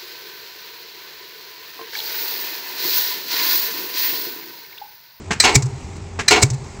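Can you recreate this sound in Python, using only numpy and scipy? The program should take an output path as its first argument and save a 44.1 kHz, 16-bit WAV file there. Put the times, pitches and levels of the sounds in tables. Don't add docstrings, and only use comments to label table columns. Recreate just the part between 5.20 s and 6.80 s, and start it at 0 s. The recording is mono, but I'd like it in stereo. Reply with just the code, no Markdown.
import sys
import numpy as np
from scipy import signal
from scipy.fft import rfft, irfft
from scipy.io import wavfile
from scipy.ndimage import uniform_filter1d

SR = 44100
rng = np.random.default_rng(int(sys.argv[2]) if len(sys.argv) > 2 else 0)


def inscribe(sig):
    pcm = np.round(np.clip(np.atleast_2d(sig).T, -1, 1) * 32767)
    wavfile.write(sys.argv[1], SR, pcm.astype(np.int16))


def gain_from_db(level_db):
    decades = np.asarray(level_db, float) / 20
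    return 10 ** decades


N = 70560

# start in seconds, level in dB, second tap lag in seconds,
# second tap level in dB.
KNOCK_EVENTS = [
    (0.105, -16.5, 0.018, -13.5),
    (.988, -20.5, 0.014, -14),
]
# frequency in Hz, density in dB per Hz.
KNOCK_SPECTRUM = [(60, -7), (170, 11.5), (600, -3.5), (1600, 5), (2500, 3), (3400, -5.5), (7000, -8.5),
                  (13000, -18)]
# frequency in Hz, level in dB, T60 in seconds.
RAM_RINGS = [(178, -6, .07), (432, -4, .1), (700, -8, .08), (850, -8, .08), (1530, -10, .05),
             (1900, -11, .05)]

# start in seconds, level in dB, trim of the upper rings in dB,
# rise in seconds.
PING_EVENTS = [
    (.2006, -3, 0, .0013),
    (1.0812, -3, -8, .0025),
]
# frequency in Hz, level in dB, T60 in seconds.
ANVIL_RINGS = [(1800, -9, .012), (2400, -11, .08), (4065, 0, .045), (4560, -12, .08), (5100, -13, .04),
               (6100, -13, .035), (7430, -15, .05), (8045, -5, .055), (9950, -22, .05), (12100, -14, .025)]
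# frequency in Hz, density in dB per Hz.
CRACK_SPECTRUM = [(300, -17.5), (900, -13.5), (2000, 0.5), (3300, -13.5), (4300, -2.5), (6000, -4),
                  (8100, -7.5), (12000, -8)]
# lag in seconds, level in dB.
PING_ECHOES = [
    (.09, -19),
    (.125, -24),
]
PING_DB = 0.1

# start in seconds, level in dB, treble snap in dB,
# second jolt lag in seconds, jolt level in dB.
BANG_EVENTS = [
    (0.2376, -12.5, 1.5, 0.046, -17),
    (1.1078, -13.5, 9, 0.048, -9),
]
# frequency in Hz, density in dB per Hz.
BANG_SPECTRUM = [(60, -20), (200, -14), (420, -4.5), (570, -22.5), (900, -4), (1300, -15), (2400, -10),
                 (8000, -19.5)]
# frequency in Hz, width in Hz, level in dB.
LEADER_MODES = [(322, 30, -6), (418, 28, -1), (740, 50, -3), (1028, 40, -6), (1405, 45, -8),
                (1955, 50, -11), (2207, 25, 0), (2648, 50, -7), (2812, 25, -6), (4200, 120, -11),
                (4420, 50, -12), (5230, 140, -11), (6410, 45, -10), (7200, 200, -14)]
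RING_T60_S, RING_TILT, RING_CLEAN = 0.33, 0.33, 0.55

# start in seconds, hiss level in dB, lag of its return in seconds.
PUFF_EVENTS = [
    (.3515, -4, .0705),
    (1.2248, -5, .0757),
]
# frequency in Hz, density in dB per Hz.
HISS_SPECTRUM = [(150, 9), (300, -1), (1500, -10), (2280, 2), (2950, -13), (4410, -2), (7300, 2),
                 (12000, -2.5)]
# frequency in Hz, level in dB, T60 in seconds.
PORT_RINGS = [(287, -14, .08), (395, -16, .07), (2270, -15, .03)]
# start in seconds, level in dB, lag of its return in seconds.
BOOM_EVENTS = [
    (.3587, -2, .0675),
    (1.2312, -3.5, .074),
]
HISS_DB, BOOM_DB = 0, -1
LEAK_S = .016
BOOM_HZ, BOOM_CLIMB_HZ_PER_S, BOOM_PHASE = 106, 1150, .38
ECHO_HISS_DB, ECHO_BOOM_DB = -21.5, -9.5
LATE_BOOM_S, LATE_BOOM_DB = .152, -21

# start in seconds, level in dB, length in seconds.
TICK_EVENTS = [
    (.763, -41, .006),
    (.456, -36, .012),
    (1.126, -21, .001),
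    (1.333, -35, .014),
    (1.443, -45, .004),
]
# start in seconds, level in dB.
THUD_EVENTS = [
    (.643, -23),
    (1.583, -22),
    (1.15, -21),
]
DRAW_DB, DRAW_LAG_S, DRAW_HOLD_S = -49.5, 0.18, 0.11

# frequency in Hz, density in dB per Hz.
WASH_SPECTRUM = [(90, 0.5), (570, -18.5), (950, -17), (1550, -27), (2200, -22.5), (3200, -32), (7600, -31),
                 (14000, -45)]
# frequency in Hz, width in Hz, level in dB.
BLOCK_MODES = [(86, 24, 0), (129.4, 75, -8.5), (391, 32, -9.5), (811, 23, -19), (1940, 100, -38.5)]
ENGINE_DB = -31.5
FIRE_HZ, FIRE_DB, FIRE_ROUGH = 45.87, -4.5, 0.97

# frequency in Hz, T60 in seconds.
SITE_DECAY = [(100, 0.76), (400, 3), (1000, 3.9), (2500, 0.47), (6000, 2.7), (12000, 1.8)]
SITE_DB = -32.5
STROKE_S = 0.79

# frequency in Hz, gain in dB.
MIC_COLOUR = [(20, -20), (45, -2.5), (8150, 1), (8600, -13.5), (10000, -14), (12000, -23.5), (15500, -21.5)]
DUCK_FROM_DB, DUCK_SHARE, RECOVER_DB_PER_S = -14.5, 0.083, 84


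def read(points, hz):
    f, value = np.transpose(points)
    return np.interp(np.log(hz + 1), np.log(f + 1), value)


def evened(x):
    return x / np.sqrt(np.mean(x ** 2) + 1e-20)


def colour(x, spectrum):
    gain = gain_from_db(read(spectrum, np.fft.rfftfreq(len(x), 1 / SR)))
    return evened(irfft(rfft(x) * gain, len(x)))


def resonate(x, hz, width):
    return signal.lfilter(*signal.iirpeak(hz, hz / max(width, 1), SR), x)


def shape(s, rise, hold, t60):
    t = np.arange(N) / SR - s
    attack = np.sin(np.pi / 2 * np.clip(t / rise, 0, 1)) ** 2
    return attack * gain_from_db(-60 * np.maximum(t - rise - hold, 0) / t60)


def grit(per_s, spread_db, smooth):
    unevenness = gain_from_db(spread_db * np.minimum(rng.exponential(1, N), 4))
    clicks = (rng.random(N) < per_s / SR) * rng.standard_normal(N) * unevenness
    return evened(clicks) + smooth * rng.standard_normal(N)


def knocks():
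    t = np.arange(N) / SR
    noise = colour(grit(3000, 1.1, 0.71), KNOCK_SPECTRUM)
    thin = evened(np.diff(noise, prepend=0) + 0.2 * noise)
    out = 0
    for s, db, lag, second_db in KNOCK_EVENTS:
        first = noise * (shape(s, 0.0084, .004, 0.071) + gain_from_db(-15) * shape(s, 0.0051, 0.016, 0.42))
        second = thin * gain_from_db(second_db) * shape(s + lag, .005, 0.007, 0.053)
        body = 0
        for hz, ring_db, t60 in RAM_RINGS:
            tone = np.sin(2 * np.pi * (hz * t + rng.random()))
            body += gain_from_db(ring_db) * shape(s, 0.002, 0.0026, t60) * tone
        out += gain_from_db(db) * (first + second + body)
    return out


def pings():
    t = np.arange(N) / SR
    noise = colour(rng.standard_normal(N), CRACK_SPECTRUM)
    cracks, rings = 0, 0
    for s, db, upper_db, rise in PING_EVENTS:
        for hz, ring_db, t60 in ANVIL_RINGS:
            wobble = 1 + 0.12 * evened(uniform_filter1d(rng.standard_normal(N), 90))
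            tone = np.sin(2 * np.pi * (hz * (t - s) + rng.random())) * wobble
            level_db = db + ring_db + upper_db * (hz > 6500)
            rings += gain_from_db(level_db) * shape(s, rise, 0.0017, t60) * tone
        burst = gain_from_db(-7.5) * shape(s, rise, 0.005, 0.024)
        linger = gain_from_db(-14.5) * shape(s - .002, 0.0013, 0.038, 0.31)
        cracks += gain_from_db(db) * noise * (burst + linger)
    echoes = sum(gain_from_db(db) * np.roll(rings, round(lag * SR)) for lag, db in PING_ECHOES)
    return cracks + rings + echoes


def bang_envelope(rise, hold, t60, snap):
    out = 0
    for s, db, snap_db, lag, jolt_db in BANG_EVENTS:
        blow = shape(s, rise, hold, t60)
        quick = snap * gain_from_db(snap_db) * shape(s, 0.0014, 0.017, 0.061)
        jolt = gain_from_db(jolt_db) * shape(s + lag, 0.012, 0.0071, t60 * 0.45)
        out += gain_from_db(db) * (blow + quick + jolt)
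    return out


def leader_ring(hz, width):
    rattle = evened(resonate(grit(900, 2.4, 0.23), hz, width))
    return evened(rattle + RING_CLEAN * np.sin(2 * np.pi * hz * np.arange(N) / SR))


def bangs():
    broad = colour(grit(1800, 1.2, 0.94), BANG_SPECTRUM)
    low = signal.sosfiltfilt(signal.butter(2, 1500, fs=SR, output="sos"), broad)
    high = signal.sosfiltfilt(signal.butter(2, 3600, "high", fs=SR, output="sos"), broad)
    middle = broad - low - high
    rings = 0
    for hz, width, db in LEADER_MODES:
        t60 = RING_T60_S * (1000 / hz) ** RING_TILT
        rings += gain_from_db(db) * leader_ring(hz, width) * bang_envelope(0.0022 + 7.3 / hz, 0.032, t60, 0.49)
    return (gain_from_db(-1.5) * low * bang_envelope(0.0013, 0.035, 0.47, 0.15)
            + gain_from_db(3) * middle * bang_envelope(0.009, 0.033, 0.14, 0.1)
            + gain_from_db(-3.5) * high * bang_envelope(0.004, 0.005, .3, 1.0)
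            + gain_from_db(-8) * rings)


def exhaust_hiss():
    t = np.arange(N) / SR
    noise = colour(grit(9000, 0.52, 1.9), HISS_SPECTRUM)
    thin = signal.sosfilt(signal.butter(2, [3200, 9000], "band", fs=SR, output="sos"), noise)
    out = 0
    for s, db, lag in PUFF_EVENTS:
        leak = gain_from_db(-5.5) * shape(s - LEAK_S + 0.0037, LEAK_S, 0.0013, 0.021)
        burst = shape(s, 0.0058, 0.0052, 0.012)
        trail = gain_from_db(-19) * shape(s, 0.0051, 0.016, 0.12)
        echo = (thin + 0.99 * noise) * gain_from_db(ECHO_HISS_DB) * shape(s + lag, 0.0016, 0.0032, 0.046)
        ports = sum(gain_from_db(ring_db) * shape(s - .002, 0.0037, 0.015, t60) * np.sin(2 * np.pi * hz * (t - s))
                    for hz, ring_db, t60 in PORT_RINGS)
        out += gain_from_db(db) * (noise * (leak + burst + trail) + echo + ports)
    return gain_from_db(HISS_DB) * out


def boom(s, rise, hold, t60, climb):
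    t = np.maximum(np.arange(N) / SR - s, 0)
    hz = BOOM_HZ + climb * BOOM_CLIMB_HZ_PER_S * .04 * np.tanh(t / .04)
    turns = np.cumsum(hz * (t > 0)) / SR + BOOM_PHASE
    return shape(s, rise, hold, t60) * np.sin(2 * np.pi * turns)


def exhaust_booms():
    out = 0
    for s, db, lag in BOOM_EVENTS:
        first = boom(s, .007, .006, .13, 1.0)
        echo = gain_from_db(ECHO_BOOM_DB) * boom(s + lag, 0.0095, 0.032, 0.12, 0.75)
        late = gain_from_db(LATE_BOOM_DB) * boom(s + LATE_BOOM_S, .02, .025, .12, .7)
        out += gain_from_db(db) * (first + echo + late)
    return gain_from_db(BOOM_DB) * out


def small_parts():
    t = np.arange(N) / SR
    ticks = sum(gain_from_db(db) * shape(s, 0.0012, hold, 0.016) for s, db, hold in TICK_EVENTS)
    draw = sum(gain_from_db(DRAW_DB) * shape(s + DRAW_LAG_S, 0.061, DRAW_HOLD_S, .8) for s, _, _ in PUFF_EVENTS)
    thuds = sum(gain_from_db(db) * shape(s, 0.0077, 0.00067, 0.04) * np.cos(2 * np.pi * 65 * (t - s - .011))
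                for s, db in THUD_EVENTS)
    bright = colour(rng.standard_normal(N), HISS_SPECTRUM[2:])
    return (ticks + draw) * bright + thuds


def engine():
    drift = evened(uniform_filter1d(rng.standard_normal(N), 2000))
    turns = np.cumsum(FIRE_HZ * (1 + .05 * drift)) / SR
    fires = np.diff(np.floor(turns), prepend=0) * gain_from_db(4.5 * rng.standard_normal(N))
    drive = evened(fires) + FIRE_ROUGH * rng.standard_normal(N)
    block = sum(gain_from_db(db) * evened(resonate(resonate(drive, hz, width), hz, width))
                for hz, width, db in BLOCK_MODES)
    z = signal.stft(colour(rng.standard_normal(N), WASH_SPECTRUM), nperseg=512)[2]
    patches = uniform_filter1d(rng.standard_normal(z.shape), 8, 0)
    patches = evened(uniform_filter1d(patches, 10, 1))
    wash = signal.istft(z * gain_from_db(1.17 * patches), nperseg=512)[1][:N]
    wash = wash * (1 + 0.14 * np.cos(2 * np.pi * turns))
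    return gain_from_db(ENGINE_DB) * (gain_from_db(FIRE_DB + 1) * block + gain_from_db(-3) * wash)


def site(x):
    hz, t, z = signal.stft(rng.standard_normal(SR), SR, nperseg=256)
    decay = gain_from_db(-60 * t / read(SITE_DECAY, hz)[:, None])
    build_up = np.minimum(t / 0.03, 1)
    tail = signal.istft(z * decay * build_up, SR, nperseg=256)[1]
    return signal.fftconvolve(x, tail / np.linalg.norm(tail))


def scene():
    hammer = knocks() + gain_from_db(PING_DB) * pings() + bangs() + exhaust_hiss()
    before = round(STROKE_S * SR)
    tail = site(np.concatenate([hammer[:before], hammer]))[before:before + N]
    mix = hammer + exhaust_booms() + gain_from_db(SITE_DB) * tail + small_parts() + engine()
    return np.tile(mix, (2, 1))


def band_limit(x):
    return signal.sosfilt(signal.butter(12, 16030, fs=SR, output="sos"), x)


def record(dry):
    x = irfft(rfft(dry) * gain_from_db(read(MIC_COLOUR, np.fft.rfftfreq(N, 1 / SR))), N)
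    power_db = 10 * np.log10(signal.lfilter([.002], [1, -.998], x[0] ** 2) + 1e-12)
    fall = np.arange(N) * RECOVER_DB_PER_S / SR
    held_db = np.maximum.accumulate(power_db + fall) - fall
    over_db = np.maximum(held_db - DUCK_FROM_DB, 0)
    x = x / gain_from_db(DUCK_SHARE * over_db)
    clipped = x / (1 + abs(x) ** 5) ** (1 / 5)
    return band_limit(clipped)


dry = scene()
out = record(dry)
inscribe(out)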